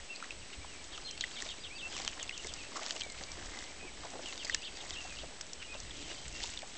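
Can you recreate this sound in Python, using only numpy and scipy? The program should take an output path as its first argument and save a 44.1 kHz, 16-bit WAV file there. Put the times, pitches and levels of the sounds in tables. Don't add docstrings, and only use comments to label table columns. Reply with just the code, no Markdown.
import sys
import numpy as np
from scipy import signal
from scipy.fft import rfft, irfft, next_fast_len
from scipy.io import wavfile
from scipy.ndimage import uniform_filter1d, map_coordinates

SR = 44100
rng = np.random.default_rng(int(sys.argv[2]) if len(sys.argv) > 2 else 0)


def volts(x):
    e = np.asarray(x, float) / 20
    return 10 ** e


def waveform_to_disk(signal):
    frames = np.transpose(np.atleast_2d(signal))
    scaled = np.clip(frames, -1, 1) * 32767
    samples = np.round(scaled).astype(np.int16)
    wavfile.write(sys.argv[1], SR, samples)


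N = 298557
TIME = np.arange(N) / SR

# full_push_s, hold_s, strength_db, depth_db (soil over straw)
SHOVES = [(0.0, .01, -61, -2), (0.222, .02, -59.5, -0.5), (0.458, 0.057, -63, -2), (0.7, .15, -58.5, -7),
          (0.964, 0.046, -56.5, -5), (1.242, 0.091, -54, -10), (1.42, 0.013, -48, -9),
          (1.946, 0.076, -48, -7.5), (2.194, 0.032, -55, -3.5), (2.443, 0.011, -50, -11),
          (2.558, 0.066, -53, -8), (2.78, 0.11, -49, -5), (2.85, .065, -46, -15),
          (3.192, 0.025, -53.5, -4.5), (3.355, 0.14, -54, -1.5), (3.547, 0.093, -52, -3.5),
          (3.8, 0.035, -68.5, 9), (4.033, 0.018, -53.5, -5), (4.21, 0.047, -60, 5.5),
          (4.272, .05, -49.5, -9.5), (4.432, 0.13, -52.5, -8), (4.805, 0.12, -52, -6.5),
          (4.984, .2, -52, -9), (5.273, 0.076, -75, 16), (5.476, .04, -73, 6.5), (5.73, 0.25, -56, -9.5),
          (6.105, 0.037, -50, -8.5), (6.394, 0.073, -46.5, -14), (6.76, .01, -51, -10)]
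# freq_hz, level_db
STRAW_TONE = [(1000, -34.5), (1900, -12.5), (2800, -4), (4000, -3), (6000, 1), (8000, 2.5)]
GRIT_TONE = [(600, -24), (1000, -8), (1500, -7.5), (2100, 2), (3200, -21)]
SOIL_TONE = [(120, -25), (250, -2), (450, -5), (750, 2), (1200, -5), (2000, -34)]
RISE_DB_PER_S, FALL_DB_PER_S = 98.5, 79.5
SOIL_PACE, GRIT_PACE = 0.48, 0.9
GRIT_DB, GRIT_DEPTH = -4.5, 0.72

# time_s, level_db
WIND = [(0.0, -47), (0.11, -74), (0.45, -55), (0.54, -73), (0.58, -52), (0.75, -58.5), (1.19, -56.5),
        (2.68, -58), (2.9, -62), (3.45, -53), (3.56, -67), (3.67, -55), (3.88, -58), (5.07, -56),
        (5.56, -60.5), (5.92, -52.5), (6.71, -56), (6.77, -62)]
# freq_hz, level_db
RUMBLE_TONE = [(8.8, -36), (15, -8), (27, -6), (63, -7.5), (130, -19), (200, -22.5), (260, -35.5),
               (440, -120)]

# start_s, length_s, middle_hz, glide_hz, level_db
SEEPS = [(0.15, 0.026, 4520, 900, -53), (0.394, .018, 4660, 400, -59), (0.49, .035, 4480, -230, -63),
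         (0.924, .015, 4490, 254, -55), (1.04, .03, 4650, -700, -62), (1.045, 0.06, 4140, -150, -52.5),
         (1.173, .027, 4480, 275, -53), (1.325, .03, 4560, 100, -54), (1.44, 0.053, 4520, 200, -58),
         (1.6, .038, 4760, -19, -54.5), (1.751, 0.032, 4600, -300, -53.5), (1.89, .022, 5020, -200, -58),
         (4.364, .06, 4700, -100, -60), (4.473, .028, 4570, -200, -51), (4.609, 0.037, 4730, -200, -53),
         (4.645, 0.04, 4700, 200, -57), (4.749, 0.033, 4640, -300, -55), (4.69, .05, 4600, -100, -63),
         (5.005, 0.025, 4800, -100, -57), (5.04, .03, 4600, 100, -62), (5.16, 0.033, 4620, 100, -64),
         (1.265, .02, 4050, 0, -60)]
SLIDES = [(0.416, 0.016, 2780, -570, -60), (0.526, .023, 2700, -600, -58), (0.713, .06, 2450, -570, -64),
          (1.12, 0.022, 3150, 300, -59), (1.14, .04, 2160, -100, -66), (1.265, 0.023, 3330, 202, -64),
          (1.36, .035, 2250, 300, -58), (1.07, 0.026, 3220, -500, -59), (1.34, .015, 2650, -300, -58),
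          (4.63, 0.019, 3520, 600, -54.5), (1.905, .025, 3150, -800, -59), (4.56, 0.039, 2870, 200, -61),
          (5.035, 0.041, 2720, 0, -61), (5.165, 0.022, 2740, -400, -59), (6.03, 0.046, 3150, -100, -62),
          (6.15, 0.099, 3100, 2, -66), (1.818, 0.054, 2660, 80, -50), (2.628, 0.039, 2626, -85, -56.5),
          (3.006, .12, 2250, -300, -58), (3.795, .085, 2530, 90, -57.5), (4.241, 0.072, 2900, -900, -56),
          (4.472, .028, 2510, 399, -59), (4.753, .021, 2570, -140, -57), (5.257, .022, 2710, -480, -66),
          (6.332, .069, 2750, 25, -56.5), (6.52, .03, 2450, 1030, -60)]
FALLS = [
    (0.65, .051, 2930, -500, -62),
    (2.323, .02, 2950, 297, -53.5),
    (2.388, 0.024, 2825, -470, -55),
    (2.572, 0.059, 2570, -460, -55.5),
    (4.615, 0.031, 2830, 997, -52.5),
    (5.085, 0.069, 2475, -330, -58),
    (5.644, 0.023, 2800, -300, -56),
    (5.742, .025, 2660, -280, -56.5),
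    (5.858, 0.031, 2750, -680, -64),
]
BOWS = [(0.09, 0.064, 2703, -220, -53), (0.16, 0.056, 2590, -350, -66), (0.602, 0.043, 2330, 115, -63),
        (0.782, 0.033, 2350, 154, -63.5), (1.699, 0.086, 2587, 415, -54), (1.925, 0.072, 2850, -1670, -54),
        (3.14, 0.044, 2225, 152, -65), (3.256, 0.067, 2350, 181, -61.5), (3.477, 0.28, 2046, 222, -69),
        (3.672, .055, 2360, 100, -64), (3.85, 0.055, 2310, -450, -60.5), (4.965, 0.056, 2850, -120, -51),
        (5.601, 0.024, 2980, -460, -52.5), (5.676, .07, 2545, -26, -55.5), (6.089, 0.036, 2850, 22, -60)]
NOTE_KINDS = [
    (SEEPS, 0.0028),
    (SLIDES, -0.0062),
    (FALLS, -0.057),
    (BOWS, .072),
]
# flick_s, pitch_factor, lower_db, upper_db
CHIRPS = [(0.943, 1.0, -56, -59), (1.092, 0.97, -56, -57), (1.234, 1.02, -51, -53), (1.379, 1.02, -51, -58),
          (1.508, 1.0, -50, -52), (1.658, 0.99, -51, -54), (1.803, 1.02, -52, -59), (2.083, 0.95, -54, -60),
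          (2.218, 0.99, -53, -63), (2.363, 0.95, -53, -63), (2.5, 1.0, -53, -63), (4.41, 0.98, -51, -61),
          (4.531, 0.96, -51, -49), (4.665, 0.97, -51, -51), (4.798, 1.0, -58, -52), (4.95, 0.98, -52, -59),
          (5.206, 0.99, -56, -57)]
# from_flick_s, pitch_hz
LOWER_VOICE = [
    (-.024, 3950),
    (-.006, 3050),
    (0, 3550),
    (.006, 3000),
    (.02, 2600),
]
# from_flick_s, pitch_hz
UPPER_VOICE = [
    [(-.02, 4400), (-.01, 4250), (-.002, 4700)],
    [(.005, 4000), (.018, 3000)],
]
LEAD_DB, TAIL_DB = -5, 1.5
# freq_hz, t60_s
FIELD_ECHO = [(1500, 0.07), (3000, 0.12), (6000, 0.15)]

# start_s, peak_db, ring_hz
ROOTS = [(0.16, -34, 4560), (1.422, -27.5, 1840), (1.4629, -40, 4650), (1.5833, -38, 2180),
         (2.1968, -33.5, 1970), (2.377, -28.5, 6040), (2.4693, -30.5, 6220), (3.0989, -31.5, 4310),
         (3.2363, -31.5, 4540), (4.3251, -32.5, 1980), (4.377, -33, 3540), (4.4469, -26.5, 4700),
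         (4.5251, -36, 2980), (4.5455, -16, 4930), (4.6196, -37.5, 4540), (6.4315, -29, 4270),
         (6.437, -27.5, 3500), (5.532, -27, 5520), (1.505, -36, 5800), (1.938, -40, 6000),
         (1.951, -39, 6000), (1.987, -32, 3600), (2.019, -34, 4280), (2.062, -38, 4500),
         (2.832, -32.5, 2960), (2.883, -35, 3630), (3.0045, -33, 7100), (3.5887, -36, 3520),
         (3.6391, -37, 3970), (4.434, -36, 5000), (6.6194, -34, 2300)]
STALKS = [(0.9763, -36, 2880), (1.1765, -37, 2580), (1.2084, -21.5, 3800), (1.4884, -35, 3790),
          (2.0158, -33.5, 4700), (2.2273, -25, 7620), (2.4447, -34.5, 2080), (2.9625, -30.5, 2950),
          (3.0085, -28, 3170), (3.5723, -37.5, 2040), (4.2578, -34, 2830), (4.4512, -29.5, 4460),
          (6.279, -31.5, 7100), (5.4097, -28, 6260), (6.5006, -30.5, 7400), (6.5894, -35, 3100)]
STRAWS = [(0.225, -26, 1346), (0.2544, -42, 6850), (0.306, -24, 2810), (1.1096, -27, 5580),
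          (1.2386, -18, 1970), (1.4015, -27, 3830), (2.2762, -32.5, 3630), (2.2928, -21, 2780),
          (2.3094, -29, 2090), (2.5368, -24, 6280), (2.7581, -27.5, 1140), (2.7926, -29, 1140),
          (2.7714, -28, 1130), (2.7657, -28.5, 1310), (2.9963, -29, 5340), (3.0171, -21, 3270),
          (3.1197, -29, 8050), (3.3167, -27.5, 5770), (3.4582, -32.5, 5720), (4.4963, -16.5, 1930),
          (4.547, -22, 1810), (4.8984, -28.5, 7230), (5.1866, -30, 3040), (5.8006, -26.5, 5580),
          (5.9075, -29.5, 3550), (6.5735, -24, 3600)]
CRACKS = [
    (1.9658, -27, 5900),
    (1.978, -25, 5500),
    (1.9998, -24.5, 3480),
    (2.0484, -23.5, 4630),
    (2.0768, -15.5, 3080),
    (2.8628, -25, 5400),
    (2.9074, -17, 3380),
    (3.0345, -26.5, 3930),
    (4.9063, -24, 3550),
]
SPLINTERS = [(0.1664, -37, 2650), (0.2014, -33.5, 2390), (0.2423, -28.5, 1870), (0.5018, -33, 2420),
             (0.7332, -41, 2360), (0.841, -31.5, 6740), (1.0136, -36, 4410), (1.293, -38, 4030),
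             (1.3099, -32, 3800), (2.1251, -37, 2050), (2.1304, -30, 2930), (2.4937, -32, 3380),
             (2.8254, -32, 3300), (2.9214, -33, 6800), (3.1418, -39, 2120), (3.1757, -36, 3360),
             (3.4481, -36, 3500), (3.7202, -36, 2210), (3.8107, -33, 2500), (4.1026, -32, 6100),
             (4.1114, -39, 3120), (4.2218, -34, 5380), (4.2343, -33, 3120), (4.4674, -27, 2160),
             (4.7704, -31.5, 4420), (5.0054, -33, 2580), (5.1013, -36, 2500), (5.1522, -36, 4650),
             (5.466, -34, 5900), (5.4954, -39, 3790), (5.6264, -28, 2680), (5.7424, -31, 3980),
             (5.8336, -36, 4020), (5.9114, -32, 3370), (5.9534, -36, 3460), (5.9903, -37, 2500),
             (6.0074, -34, 6940), (6.0254, -33, 3890), (6.1873, -34, 3740), (6.3255, -31, 7070),
             (6.5231, -36, 4030), (6.5344, -35, 2490), (6.6732, -33, 7400)]
# events, crack_db (over the ring), t60_s, edge (low edge of the crack over ring pitch)
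BREAKS = [
    (ROOTS, 4.9, 0.016, 1.1),
    (STALKS, 0.22, 0.025, 1.01),
    (STRAWS, -8, 0.015, 0.8),
    (CRACKS, 4.5, 0.01, 0.13),
    (SPLINTERS, -3, 0.011, .9),
]

# start_s, length_s, level_db, centre_hz
SCRAPES = [(.228, .025, -49, 2000), (.31, 0.022, -49, 2800), (0.519, .035, -50, 2500),
           (0.641, 0.013, -52, 900), (1.454, 0.018, -46, 2100), (2.12, .02, -47, 2200),
           (2.755, .025, -45.5, 5500), (3.007, 0.0074, -37, 3000), (3.802, 0.062, -55, 450),
           (4.032, .04, -53, 750), (4.12, 0.073, -53, 700), (4.818, 0.027, -52, 600),
           (5.226, 0.028, -56, 550), (2.765, 0.012, -41, 7600), (3.17, .03, -48.5, 2800),
           (5.604, 0.041, -49, 2100), (5.722, .04, -54, 890), (6.097, .03, -49, 4000),
           (6.243, .03, -48, 2600), (6.422, 0.026, -41.5, 4200), (6.455, 0.024, -45, 5000)]
SCRAPE_OCTAVES = 1
# start_s, peak_db, pitch_hz
CLODS = [(0.645, -39.5, 1000), (0.978, -36, 1244), (1.46, -37, 770), (1.998, -33.5, 840), (2.047, -48, 400),
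         (2.447, -38, 421), (2.818, -36, 647), (3.062, -40, 700), (3.209, -39.5, 527), (3.848, -39.5, 420),
         (4.034, -38, 945), (4.047, -34, 666), (4.136, -37.5, 680), (4.153, -34, 718), (4.192, -35, 614),
         (4.446, -39, 694), (4.829, -42, 674), (5.05, -36, 734), (5.234, -35.5, 582), (5.749, -37, 640),
         (6.439, -35, 906), (6.63, -35, 698)]
CLOD_CYCLES = 41
# start_s, length_s, level_db
SNUFFS = [
    (3.302, 0.61, -59),
    (4.068, 0.14, -55),
    (5.896, 0.28, -46),
    (6.29, 0.18, -53),
]
# freq_hz, level_db
NOSTRIL_TONE = [(150, -12), (300, 3.5), (700, -9.5), (1300, -25), (2900, -3), (5000, -14), (8000, -10)]

# freq_hz, level_db
HISS_TONE = [(71, -34.5), (120, -3), (207, 0.5), (284, 3), (1180, -4.5), (2940, -1), (7460, -6),
             (8000, -4.5)]
# freq_hz, level_db
ROLL_OFF = [(7600, 0), (8000, -6.5), (8300, -10), (8700, -21.5), (9200, -52), (9600, -100)]
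SCAN_HZ, FLIP_HZ, SAMPLING_HZ = 7867.1, 15.0, 16000


def unit(x):
    return x / np.sqrt(np.mean(x ** 2) + 1e-20)


def along(points, hz):
    f, v = np.transpose(points)
    return np.interp(np.log(hz + 1), np.log(f + 1), v)


def wobble(rate):
    return map_coordinates(rng.standard_normal(int(N * rate / SR) + 4), [TIME * rate])


def coloured(x, points):
    m = next_fast_len(N + 8192)
    gain = volts(along(points, np.fft.rfftfreq(m, 1 / SR)))
    return irfft(rfft(x, m) * gain, m)[..., :N]


def grains(count, centre_hz, spread, cycles, uneven_db):
    u = rng.random((count, 2))
    g = rng.standard_normal((count, 1))
    t = np.arange(300) / SR
    hz = np.clip(centre_hz * np.exp(spread * g), 150, 9000)
    size = volts(-uneven_db * np.log(1.01 - u[:, 1:]))
    ticks = size * np.sin(2 * np.pi * hz * t) * np.exp(-t * hz / cycles)
    at = (u[:, :1] * N).astype(int) + np.arange(len(t))
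    return unit(np.bincount(at.ravel(), ticks.ravel(), minlength=N)[:N])


def pushed(strength_db, pace):
    s, hold = np.transpose(SHOVES)[:2, :, None]
    before, after = np.maximum(s - TIME, 0), np.maximum(TIME - s - np.abs(hold), 0)
    loss_db = RISE_DB_PER_S * before + FALL_DB_PER_S * after
    return np.max(strength_db[:, None] - pace * loss_db, axis=0)


def rooting():
    push_db, depth_db = np.transpose(SHOVES)[2:]
    straw_db = pushed(push_db, 0.91)
    soil_db = pushed(push_db + depth_db, SOIL_PACE)
    grit_db = pushed(push_db + GRIT_DB + GRIT_DEPTH * depth_db, GRIT_PACE)
    clumps, bed = wobble(160), rng.standard_normal((3, N))

    ticks = grains(count=5000, centre_hz=3800, spread=0.5, cycles=2.0, uneven_db=1.5) + 0.66 * bed[0]
    sharp = grains(count=500, centre_hz=5500, spread=0.27, cycles=1.0, uneven_db=1.5)
    stones = grains(count=3000, centre_hz=1490, spread=0.31, cycles=1.6, uneven_db=3.0) + 0.6 * bed[1]
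    lumps = grains(count=3000, centre_hz=588, spread=0.5, cycles=1.2, uneven_db=2.2) + 1.0 * bed[2]

    straw = unit(volts(1.5 * clumps) * coloured(ticks + 0.3 * sharp, STRAW_TONE))
    grit = unit(volts(2.7 * clumps) * coloured(stones, GRIT_TONE))
    soil = unit(volts(1.2 * clumps + 1.5 * wobble(30)) * coloured(lumps, SOIL_TONE))
    return volts(straw_db + 3.5) * straw + volts(grit_db + 5.0) * grit + volts(soil_db + 0.3) * soil


def wind():
    s, db = np.transpose(WIND)
    level_db = np.interp(TIME, s, db)
    buffeting = volts(2.7 * wobble(12)) * coloured(rng.standard_normal(N), RUMBLE_TONE)
    return volts(level_db + 0.5) * unit(buffeting)


def add_whistle(out, s, hz, db, waver):
    u = np.linspace(0, 1, len(hz))
    start = round(s * SR)
    phase = 2 * np.pi * np.cumsum(hz * (1 + waver[start:start + len(hz)])) / SR
    swell = np.abs(np.sin(np.pi * u ** 0.85)) ** 0.2
    out[start:][:len(u)] += volts(db + 7.5) * swell * np.sin(phase)


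def birds():
    out, waver = np.zeros(N + SR), 0.009 * wobble(120)
    for notes, bow in NOTE_KINDS:
        for s, length, hz, glide_hz, db in notes:
            u = np.linspace(-1, 1, round(length * SR))
            add_whistle(out, s, hz * (1 - bow * u ** 2) + glide_hz * u / 2, db, waver)

    for s, pitch, lower_db, upper_db in CHIRPS:
        lead, tail = UPPER_VOICE
        strokes = [(LOWER_VOICE, lower_db), (lead, upper_db + LEAD_DB), (tail, upper_db + TAIL_DB)]
        for stroke, db in strokes:
            at, hz = np.transpose(stroke)
            glide = np.interp(np.arange(at[0], at[-1], 1 / SR), at, hz)
            add_whistle(out, s + at[0], pitch * uniform_filter1d(glide, size=50), db - 0.7, waver)

    flutter = volts(1.7 * wobble(90) - 0.7)
    song = coloured(out[:N], [(3600, 0), (4500, -4)]) * flutter
    hz, t, z = signal.stft(rng.standard_normal(SR // 2), SR, nperseg=256)
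    decay = volts(-60 * t / along(FIELD_ECHO, hz)[:, None])
    echo = signal.istft(z * decay, SR, nperseg=256)[1]
    return song + volts(-3.0) * signal.fftconvolve(song, echo / np.linalg.norm(echo))[:N]


def snaps():
    out, t = np.zeros(N + SR), np.arange(SR // 25) / SR
    ring_rise = 1 - np.exp(-(t / 0.0012) ** 3)
    pulse = np.exp(-((t - 0.0009) * 13000) ** 2)
    first_give = np.gradient(np.diff(pulse, n=2, append=[0, 0]))
    for events, crack_db, t60, edge in BREAKS:
        for s, db, hz in events:
            noise = rng.standard_normal((2, len(t)))
            drift = np.cumsum(uniform_filter1d(noise[0], 12)) * (hz / 4200) ** 2 * 0.3
            ring = np.sin(2 * np.pi * hz * t + drift) * volts(-60 * t / t60)
            rough = np.tanh(2 * noise[1])
            rough = rough - uniform_filter1d(rough, size=int(SR / (hz * edge)))
            crack = (t > 0.0008) * volts(crack_db + 9.5 - 60 * t / (0.33 * t60)) * rough
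            crack = crack + volts(crack_db + 15.5) * first_give
            out[round(s * SR):][:len(t)] += volts(db + 1.5) * (ring_rise * ring + crack)
    return coloured(out[:N], [(150, -30.5), (600, -3), (1200, 0.0), (6500, -2), (8000, 0)])


def scrapes():
    out, size = np.zeros(N + SR), SR // 10
    t, freq_hz = np.arange(size) / SR, np.fft.rfftfreq(size, 1 / SR)
    for s, length, db, hz in SCRAPES:
        band = np.exp(-(np.log2((freq_hz + 1) / hz) / SCRAPE_OCTAVES) ** 2)
        noise = rng.standard_normal((2, size))
        judder = volts(1.2 * unit(uniform_filter1d(noise[1], size=90)))
        rough = judder * irfft(rfft(noise[0]) * band, size)
        swell = np.sin(np.pi * np.clip(t / length, 0, 1))
        out[round(s * SR):][:size] += volts(db) * swell * unit(rough)
    return out[:N]


def clods():
    out, t = np.zeros(N + SR), np.arange(SR // 8) / SR
    soft_start = 1 - np.exp(-t / 0.00068)
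    for s, db, hz in CLODS:
        drift = np.cumsum(uniform_filter1d(rng.standard_normal(len(t)), 40)) * 0.17
        knock = np.sin(2 * np.pi * hz * t + drift)
        knock = knock + 0.23 * np.sin(2 * np.pi * 2.3 * hz * t - drift)
        decay = volts(db - 2.5 - 60 * t * hz / CLOD_CYCLES)
        out[round(s * SR):][:len(t)] += decay * soft_start * knock
    return out[:N]


def snuffles():
    swell = np.zeros(N)
    for s, length, db in SNUFFS:
        swell += volts(db) * np.sin(np.pi * np.clip((TIME - s) / length, 0, 1))
    return swell * unit(volts(2.4 * wobble(40)) * coloured(rng.standard_normal(N), NOSTRIL_TONE))


def scene():
    pig = rooting() + snaps() + scrapes() + clods() + snuffles()
    return (pig + wind() + birds())[None]


def roll_off(x):
    return signal.sosfilt(signal.butter(12, 9220, fs=SR, output="sos"), x)


def record(dry):
    hiss = volts(-49.0) * unit(coloured(rng.standard_normal(N), HISS_TONE))
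    flips = np.tanh(12 * np.sin(2 * np.pi * FLIP_HZ * TIME))
    whine = volts(-55.5) * flips * np.sin(2 * np.pi * SCAN_HZ * TIME)
    band = coloured(dry + hiss + whine, [(7950, 0), (8050, -120)])
    mirrored = band * (1 + 2 * np.cos(2 * np.pi * SAMPLING_HZ * TIME))
    return roll_off(coloured(mirrored, ROLL_OFF) - 0.0024)


dry = scene()
out = record(dry)
waveform_to_disk(out)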